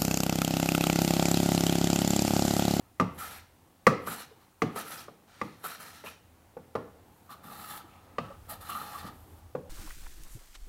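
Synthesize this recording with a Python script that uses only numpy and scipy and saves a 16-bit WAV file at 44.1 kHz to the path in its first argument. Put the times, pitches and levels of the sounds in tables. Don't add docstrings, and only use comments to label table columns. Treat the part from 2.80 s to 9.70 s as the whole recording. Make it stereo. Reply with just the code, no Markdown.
import sys
import numpy as np
from scipy import signal
from scipy.fft import rfft, irfft, next_fast_len
from scipy.io import wavfile
from scipy.ndimage import uniform_filter1d, map_coordinates

SR = 44100
rng = np.random.default_rng(int(sys.argv[2]) if len(sys.argv) > 2 else 0)


def voltage_ratio(decibels):
    exponent = np.asarray(decibels, float) / 20
    return 10 ** exponent


def unload_wav(signal):
    wavfile.write(
        sys.argv[1],
        SR,
        np.round(np.clip(np.atleast_2d(signal).T, -1, 1) * 32767).astype(np.int16),
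    )


N = 304113
FLAT_FROM = 3.6


def unit(x):
    return x / np.sqrt(np.mean(x ** 2) + 1e-20)


def along(points, hz):
    f, value = np.transpose(points)
    return np.interp(np.log(hz + 1), np.log(f + 1), value)


def wobble(rate):
    knots = rng.standard_normal(int(N * rate / SR) + 4)
    return map_coordinates(knots, [np.arange(N) * rate / SR])


def filtered(x, response):
    m = next_fast_len(N + SR // 4)
    spectrum = rfft(x, m) * response(np.fft.rfftfreq(m, 1 / SR))
    return unit(irfft(spectrum, m)[:N])


def colour(points):
    return lambda f: voltage_ratio(along(points, f)) * (f > points[0][0] / 2)


def resonances(peaks):
    def response(f):
        total = 0
        for k, (centre, width, db) in enumerate(peaks):
            damping = 1j * f * width
            total = total + (-1) ** k * voltage_ratio(db) * damping / (centre ** 2 - f ** 2 + damping)
        return total
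    return response


def fibres(grit_db, patchy_db):
    z = signal.stft(rng.standard_normal(N), nperseg=512)[2]
    field = uniform_filter1d(rng.standard_normal(z.shape), size=2, axis=0)
    streaks = unit(uniform_filter1d(field, size=30, axis=1))
    noise = signal.istft(z * voltage_ratio(patchy_db * streaks), nperseg=512)[1][:N]
    return noise * voltage_ratio(grit_db * wobble(250))


def ringing(modes, t, attack):
    hz, db, t60 = np.transpose(modes)[:, :, None]
    level_luck, phase_luck, pitch_luck = rng.standard_normal((3, len(modes), 1))
    phase = 2 * np.pi * hz * (1 + 0.006 * pitch_luck) * t + 0.5 * phase_luck
    decay = voltage_ratio(db + 2 * level_luck - 60 * t / t60)
    ring = np.sum(decay * np.sin(phase), 0) * (1 - np.exp(-t / attack)) ** 2
    return ring / np.abs(ring).max()


def burst(points, t, t60, attack, tilt_db):
    hz = np.fft.rfftfreq(len(t), 1 / SR)
    shape = colour(points)(hz) * voltage_ratio(tilt_db * np.log2(hz / 1000 + 1))
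    noise = irfft(rfft(rng.standard_normal(len(t))) * shape, len(t))
    noise = noise * voltage_ratio(-60 * t / t60) * (1 - np.exp(-t / attack)) ** 2
    return noise / np.abs(noise).max()


# t/s, box level/dB, then levels/dB re box of bench, sole ring and edge crack
BLOWS = [(0.198, -19.5, -1, 4, -8), (0.209, -21.5, -9.5, 2, -15), (1.067, -12, -6.5, 2.5, -5.5),
         (1.075, -18.5, -6.5, 11.5, -22), (1.272, -35, -3.5, 6.5, -24), (1.819, -23.5, 1.5, 6.5, -3.5),
         (1.828, -24.5, -4.5, -7, -26), (1.959, -32, -11, -7, -24), (2.282, -39.5, -10, -1.5, -29),
         (2.614, -28, -4, 4.5, -6.5), (2.84, -39.5, -13, 6, -18), (3.239, -35.5, -15.5, -17, -14),
         (3.767, -35, -9.5, -26.5, -26), (3.952, -21, -12, -7, -19), (5.383, -23.5, -10, 0, -9.5),
         (5.892, -64, -25, 27.5, -9), (5.951, -62, -14, 22.5, 10), (6.242, -44, 4, 2.5, -16),
         (6.75, -24.5, -10, -15.5, -24)]
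# t/s, level/dB, f/Hz
VICE_CREAKS = [
    (1.511, -48.5, 440),
    (5.039, -51, 323),
    (5.5, -42.5, 553),
]


def knocks():
    out, t = np.zeros(N + 2 * SR), np.arange(SR // 4) / SR
    for s, box_db, bench_db, sole_db, crack_db in BLOWS:
        grip = int(s > FLAT_FROM)
        crack = voltage_ratio(crack_db) * fibre_crack(t, grip, box_db)
        body = box_and_bench(t, grip, bench_db)
        metal = plane_ring(t, grip, sole_db, crack_db)
        tail = walls()
        echo = signal.fftconvolve(np.pad(body, (180, 0)), tail)
        echo = echo + bright_echo(crack + voltage_ratio(-6) * metal, tail)
        start = round(s * SR)
        out[start:][:len(t)] += voltage_ratio(box_db) * (body + crack + metal)
        out[start:][:len(echo)] += voltage_ratio(box_db - 9.0) * echo
    for s, db, hz in VICE_CREAKS:
        creak = ringing([(hz, 0, 0.06), (1.25 * hz, -9, 0.04)], t, 0.0043)
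        out[round(s * SR):][:len(t)] += voltage_ratio(db + 2.0) * creak
    return out[:N]


# f/Hz, level/dB, t60/s
BOX_MODES = [
    [(451, -2.5, 0.053), (503, -3, 0.041), (560, -6, 0.038), (697, -6.5, 0.03), (804, -2, 0.026),
     (897, -9, .03)],
    [(462, -4, 0.057), (488, 9, 0.034), (537, -8, 0.023), (753, -12, 0.043), (885, -8.5, 0.055),
     (958, -10, 0.025)],
]
# f/Hz, level/dB, t60/s
BENCH_MODES = [(40.9, -19, .12), (110.5, -12.5, 0.27), (148, -3, 0.19), (177.1, 2.5, 0.12), (201.4, 0, .1),
               (252.4, 2.5, 0.089), (276, -5.5, 0.12)]
# f/Hz, level/dB per Hz
LOOSE_PARTS = [(200, -21), (500, 7.5), (1000, 0.5), (2000, -10), (3000, -28.5)]
# f/Hz, level/dB per Hz
BENCH_SHUDDER = [(70, -32), (105, -4.5), (150, 1), (250, 1.5), (320, 0.5), (450, -30.5)]


def box_and_bench(t, grip, bench_db):
    box = ringing(BOX_MODES[grip], t, 0.00088)
    box = box + voltage_ratio(-2.0) * burst(LOOSE_PARTS, t, 0.056, 0.0023, tilt_db=-4)
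    bench = ringing(BENCH_MODES, t, 0.0044)
    bench = bench + voltage_ratio(-8.0) * burst(BENCH_SHUDDER, t, 0.24, 0.02, tilt_db=-7.5)
    return box + voltage_ratio(bench_db) * bench


# f/Hz, level/dB per Hz
FIBRE_CRACK = [(1800, -22.5), (2500, 5), (3200, -2.5), (4300, -4), (5300, -5.5), (7000, -12),
               (10000, -16.5), (15000, -20.5)]


def fibre_crack(t, grip, box_db):
    snap = burst(FIBRE_CRACK, t, 0.033, 0.00089, tilt_db=-6 * grip + 0.13 * (box_db + 15.5))
    splinters = burst(FIBRE_CRACK, t, 0.19, 0.003, tilt_db=1.0 - 3 * grip)
    return snap + voltage_ratio(-19.5) * splinters


# f/Hz, level/dB, t60/s
SOLE_MODES = [(1140, -6, .03), (1195, 0, .045), (1260, -5, .03), (1357, -10, .025)]
# f/Hz, level/dB, t60/s
IRON_MODES = [(1517, -1.5, 0.0077), (1550, -7.5, .02), (1794, 4.5, 0.022), (1882, -4, .025),
              (1945, 7, .025), (2050, 6, 0.022), (2240, -4, .02)]


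def plane_ring(t, grip, sole_db, crack_db):
    iron_db = [9.5, 5][grip] + 1.4 * crack_db
    return voltage_ratio(sole_db) * ringing(SOLE_MODES, t, 0.0013) + voltage_ratio(iron_db) * ringing(IRON_MODES, t, 0.0006)


# f/Hz, level/dB per Hz
SOLE_HISS = [(5500, -42), (7000, -8), (9000, -6), (12000, -1), (14000, 0), (16000, -9)]
# f/Hz, level/dB per Hz
CUT_RASP = [(1000, -31), (1700, 0.5), (2210, -6.5), (2810, -5.5), (3070, -0.5), (3370, -8), (4010, -5),
            (5780, -11), (6420, -13.5), (7500, -16), (9750, -13), (16500, -120)]
# f/Hz, level/dB per Hz
RUB_RUMBLE = [(71, -52), (120, -11), (189, -4.5), (394, -16), (424, -8.5), (598, -5.5), (807, 0.5),
              (1050, -5), (1360, -34), (2310, -120)]
# f/Hz, level/dB per Hz
BENCH_THUD = [(90, -17), (150, -2), (200, 0), (260, -4.5), (380, -26)]
# f/Hz, width/Hz, level/dB
BLADE_PEAKS = [
    [(7360, 180, -12), (8310, 250, -4.5), (11140, 600, -6), (11700, 60, -1.5)],
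    [(7430, 110, -19), (8800, 74, -18), (9750, 130, -25), (10750, 255, 4.5), (12550, 190, -10.5),
     (14500, 100, -8.5)],
]
# f/Hz, width/Hz, level/dB
GRAZE_PEAKS = [
    [(2390, 62, -13), (3055, 61, -2), (3500, 9.9, -5.5), (4286, 130, 0.5), (5090, 31, -7), (5580, 370, -3)],
    [(2170, 11, -8), (3060, 42, -2), (3536, 49, -1.5), (4080, 59, 4), (4330, 32, -5.5), (5540, 22, -2.5)],
]
# f/Hz, width/Hz, level/dB
SINGING_PEAKS = [
    [(1319, 140, 13), (1510, 33, -17.5), (1730, 80, -3.5)],
    [(830, 39, -6), (1172, 69, -3.5), (1286, 83, -2.5), (1866, 85, -15.5)],
]


def slides():
    hiss_gain, rasp_gain, ring_gain, rumble_gain, blade_gain = motion()
    steep = np.arange(N) / SR < FLAT_FROM
    fine, coarse, deep = fibres(1.7, 1.8), fibres(1.8, 1.8), fibres(2.6, 1.2)
    hiss = hiss_gain * filtered(fine, colour(SOLE_HISS))
    grips = []
    for blade, graze, singing in zip(BLADE_PEAKS, GRAZE_PEAKS, SINGING_PEAKS):
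        fizz = filtered(fine, lambda f: resonances(blade)(f) * (f > 6000))
        rasp = filtered(coarse, lambda f: colour(CUT_RASP)(f) + voltage_ratio(0.5) * resonances(graze)(f) * (f > 1500))
        ring = filtered(deep, resonances(singing))
        grips.append(hiss + blade_gain * fizz + rasp_gain * rasp + ring_gain * ring)
    rumble = filtered(fibres(3.2, 0.66), colour(RUB_RUMBLE))
    thud = voltage_ratio(np.where(steep, -10, -4.5)) * filtered(deep, colour(BENCH_THUD))
    rub = np.where(steep, *grips) + rumble_gain * (rumble + thud)
    return voltage_ratio(1.1 * wobble(40)) * rub


# t/s, length/s, start level/dB, end level/dB, pressure/dB
PLANE_STROKES = [(0.386, .19, -46, -57, 1), (1.272, 0.14, -44.5, -53.5, 1.5),
                 (1.606, 0.096, -70.5, -93.5, -11), (1.962, 0.046, -48, -50, 4),
                 (2.05, .07, -55, -48.5, 0.5), (2.129, 0.083, -56, -54, 0), (2.636, 0.14, -67.5, -84, 0),
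                 (2.842, 0.1, -47, -53.5, 0.5), (3.002, .21, -54.5, -66, 1),
                 (3.248, .04, -55.5, -55.5, 0.5), (4.5, 0.026, -56.5, -56.5, -2),
                 (4.638, 0.34, -59, -47.5, -1.5), (2.48, .13, -89.5, -79, 10), (4.25, 0.21, -79, -70, -19),
                 (5.06, 0.27, -75, -92, -3), (5.405, 0.12, -85, -92, 9), (5.696, 0.029, -46, -46, -1),
                 (5.814, 0.076, -54, -56.5, 0), (5.896, 0.038, -45.5, -49.5, 2), (5.95, .28, -52, -57.5, 1),
                 (6.255, 0.021, -61, -57, 3.5), (6.31, .28, -68, -68, -16)]
# level/dB at full speed, gain/dB per dB of slowing,
# share of pressure, share of bite
RASP_BY_GRIP = [
    (0, 0.4442, 0.59, -3.5),
    (-2, 0.3256, 0.91, -1.44),
]
RING_BY_GRIP = [
    (1.5, 0.2, 1.1, 4.2),
    (3.5, 0.5, 1.38, 0.65),
]
RUMBLE_BY_GRIP = [
    (-6, 0.36, 1, 1),
    (-4.5, 0.71, 0.38, 0.2),
]
BLADE_BY_GRIP = [
    (-3.5, -0.17, 0.23, 1.2),
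    (-3, -0.32, 0.54, .4),
]


def motion():
    full_db = -50
    lead = SR // 10
    power, t = np.zeros((5, N + 2 * SR)), np.arange(-lead, SR // 2) / SR
    for s, length, start_db, end_db, press_db in PLANE_STROKES:
        grip = int(s > FLAT_FROM)
        before = np.maximum(1398 * t, [-13.5, -15][grip] + 253 * t)
        after = -[390, 519.5][grip] * np.maximum(t - length, 0)
        speed = np.interp(t, [0, length], [start_db, end_db]) + np.where(t < 0, before, after)
        keenness = np.clip(-2.5 + (start_db - full_db) / 9, 0, 1)
        bite = 4.5 * keenness * np.exp(-np.abs(t) / 0.06)
        slowing = full_db - np.where(t < 0, start_db, speed)
        parts = [0 * t]
        for law in (RASP_BY_GRIP, RING_BY_GRIP, RUMBLE_BY_GRIP, BLADE_BY_GRIP):
            db, slow, share, keen = law[grip]
            parts.append(db + slow * slowing + share * press_db + keen * bite)
        parts[1] = parts[1] + [3, 3.5][grip] * (np.clip(t / length, 0, 1) - 0.5)
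        power[:, round(s * SR) - lead:][:, :len(t)] += voltage_ratio(2 * (speed + bite + np.array(parts)))
    return np.sqrt(power[:, :N])


# t/s, length/s, f/Hz, width/Hz, level/dB
GRAIN_SNAGS = [(.405, .06, 1310, 200, -41.5), (1.275, 0.016, 1360, 200, -33),
               (1.367, 0.057, 4240, 500, -54), (1.974, 0.047, 650, 250, -47),
               (2.17, 0.052, 5200, 1200, -53.5), (2.838, 0.034, 730, 270, -42),
               (2.843, 0.028, 1330, 320, -39), (2.9, 0.059, 1450, 300, -53), (3.254, 0.049, 2600, 550, -47),
               (3.256, .04, 1100, 820, -51), (4.492, 0.068, 1200, 250, -49), (5.71, 0.033, 700, 220, -46),
               (5.707, .05, 4200, 1500, -60), (5.891, .048, 1250, 170, -34.5),
               (5.898, 0.039, 2870, 700, -47), (5.958, .035, 1230, 150, -37),
               (6.131, 0.084, 1130, 120, -44), (6.258, .04, 4100, 1600, -57),
               (5.078, 0.16, 2500, 1200, -66), (4.62, .17, 200, 82, -53.5), (6.45, 0.16, 340, 170, -61.5),
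               (5.7, .05, 12000, 3000, -50), (4.505, 0.04, 3800, 1800, -60.5), (0.533, .09, 2070, 500, -55)]


def snags():
    out, tearing = np.zeros(N), fibres(2.2, 1.1)
    for s, length, hz, width, db in GRAIN_SNAGS:
        t = np.arange(round(length * SR)) / SR
        swell = np.sin(np.pi * (t / length) ** 0.58)
        sung = filtered(tearing, lambda f: resonances([(hz, width, 0)])(f) ** 2)
        start = round(s * SR)
        out[start:][:len(t)] += voltage_ratio(db) * swell * sung[start:][:len(t)]
    return out


# f/Hz, t60/s
WALL_DECAY = [(100, 0.34), (300, 0.52), (1000, 0.47), (3000, 0.54), (10000, 0.23)]


def walls():
    hz, t, z = signal.stft(rng.standard_normal(SR * 2 // 5), SR, nperseg=256)
    decay = voltage_ratio(-60 * t / along(WALL_DECAY, hz)[:, None])
    tail = signal.istft(z * decay, SR, nperseg=256)[1]
    return tail / np.linalg.norm(tail)


def bright_echo(x, tail):
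    length = len(x) + len(tail) + 179
    m = next_fast_len(length + 1)
    broad = np.sqrt(np.abs(uniform_filter1d(np.abs(rfft(x, m)) ** 2, size=160)))
    return irfft(rfft(np.pad(tail, (400, 0)), m) * broad, m)[:length]


# t/s, hum level/dB
FAR_MACHINE = [(0.0, -65), (0.52, -59), (0.75, -65), (0.98, -69), (1.19, -57), (1.56, -67), (1.94, -70),
               (2.42, -69), (4.11, -61.5), (4.4, -65.5), (4.71, -63), (5.28, -64.5), (5.61, -51.5),
               (6.07, -58.5), (6.9, -58.5)]
# f/Hz, level/dB per Hz
MACHINE_HUM = [(15, -17.5), (30, -14), (50, -5), (65, -8.5), (80, 5.5), (100, -1.5), (130, -17.5),
               (200, -41)]
# f/Hz, level/dB per Hz
ROOM_AIR = [(59, -29.5), (100, -7.5), (320, -9.5), (400, -13.5), (568, -14.5), (615, -18), (756, -12),
            (1040, -16.5), (4500, -36), (5850, -63), (9900, -120)]


def workshop():
    t = np.arange(N) / SR
    hum_db = np.interp(t, *np.transpose(FAR_MACHINE))
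    hum = voltage_ratio(hum_db + 1.5 * wobble(3.2)) * filtered(rng.standard_normal(N), colour(MACHINE_HUM))
    rumble_gain = motion()[3]
    power = voltage_ratio(2 * -63) + voltage_ratio(2 * -2.5) * uniform_filter1d(rumble_gain ** 2, size=6000)
    for s, box_db, *_ in BLOWS:
        if box_db > -30:
            u = np.maximum(t - s, 0)
            murmur = voltage_ratio(-43.5 + 0.72 * box_db - 60 * u / 1.3) * (1 - np.exp(-u / 0.09))
            power = power + murmur ** 2
    air = filtered(fibres(1.2, 1.5), colour(ROOM_AIR))
    return hum + np.sqrt(np.abs(power)) * voltage_ratio(1.4 * wobble(8.1)) * air


def scene():
    blows = knocks()
    rub = slides() + snags()
    rub_echo = voltage_ratio(-11.5) * signal.fftconvolve(rub, walls())[:N]
    return np.tile(blows + rub + rub_echo + workshop(), (2, 1))


def low_pass(x):
    return signal.sosfilt(signal.butter(12, 16650, fs=SR, output="sos"), x)


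# f/Hz, level/dB per Hz
PREAMP_HISS = [(20, 0), (3000, 0), (6000, -1), (12000, 0), (16000, -1)]


def record(dry):
    left, right, shared = [filtered(rng.standard_normal(N), colour(PREAMP_HISS)) for _ in range(3)]
    wired = dry + voltage_ratio(-68.5) * (np.array([left, right]) + voltage_ratio(-3.5) * shared)
    m = next_fast_len(N)
    in_band = np.fft.rfftfreq(m, 1 / SR) < 15800
    mix = irfft(rfft(wired, m) * in_band, m)[:, :N]
    return low_pass(mix)


dry = scene()
out = record(dry)
unload_wav(out)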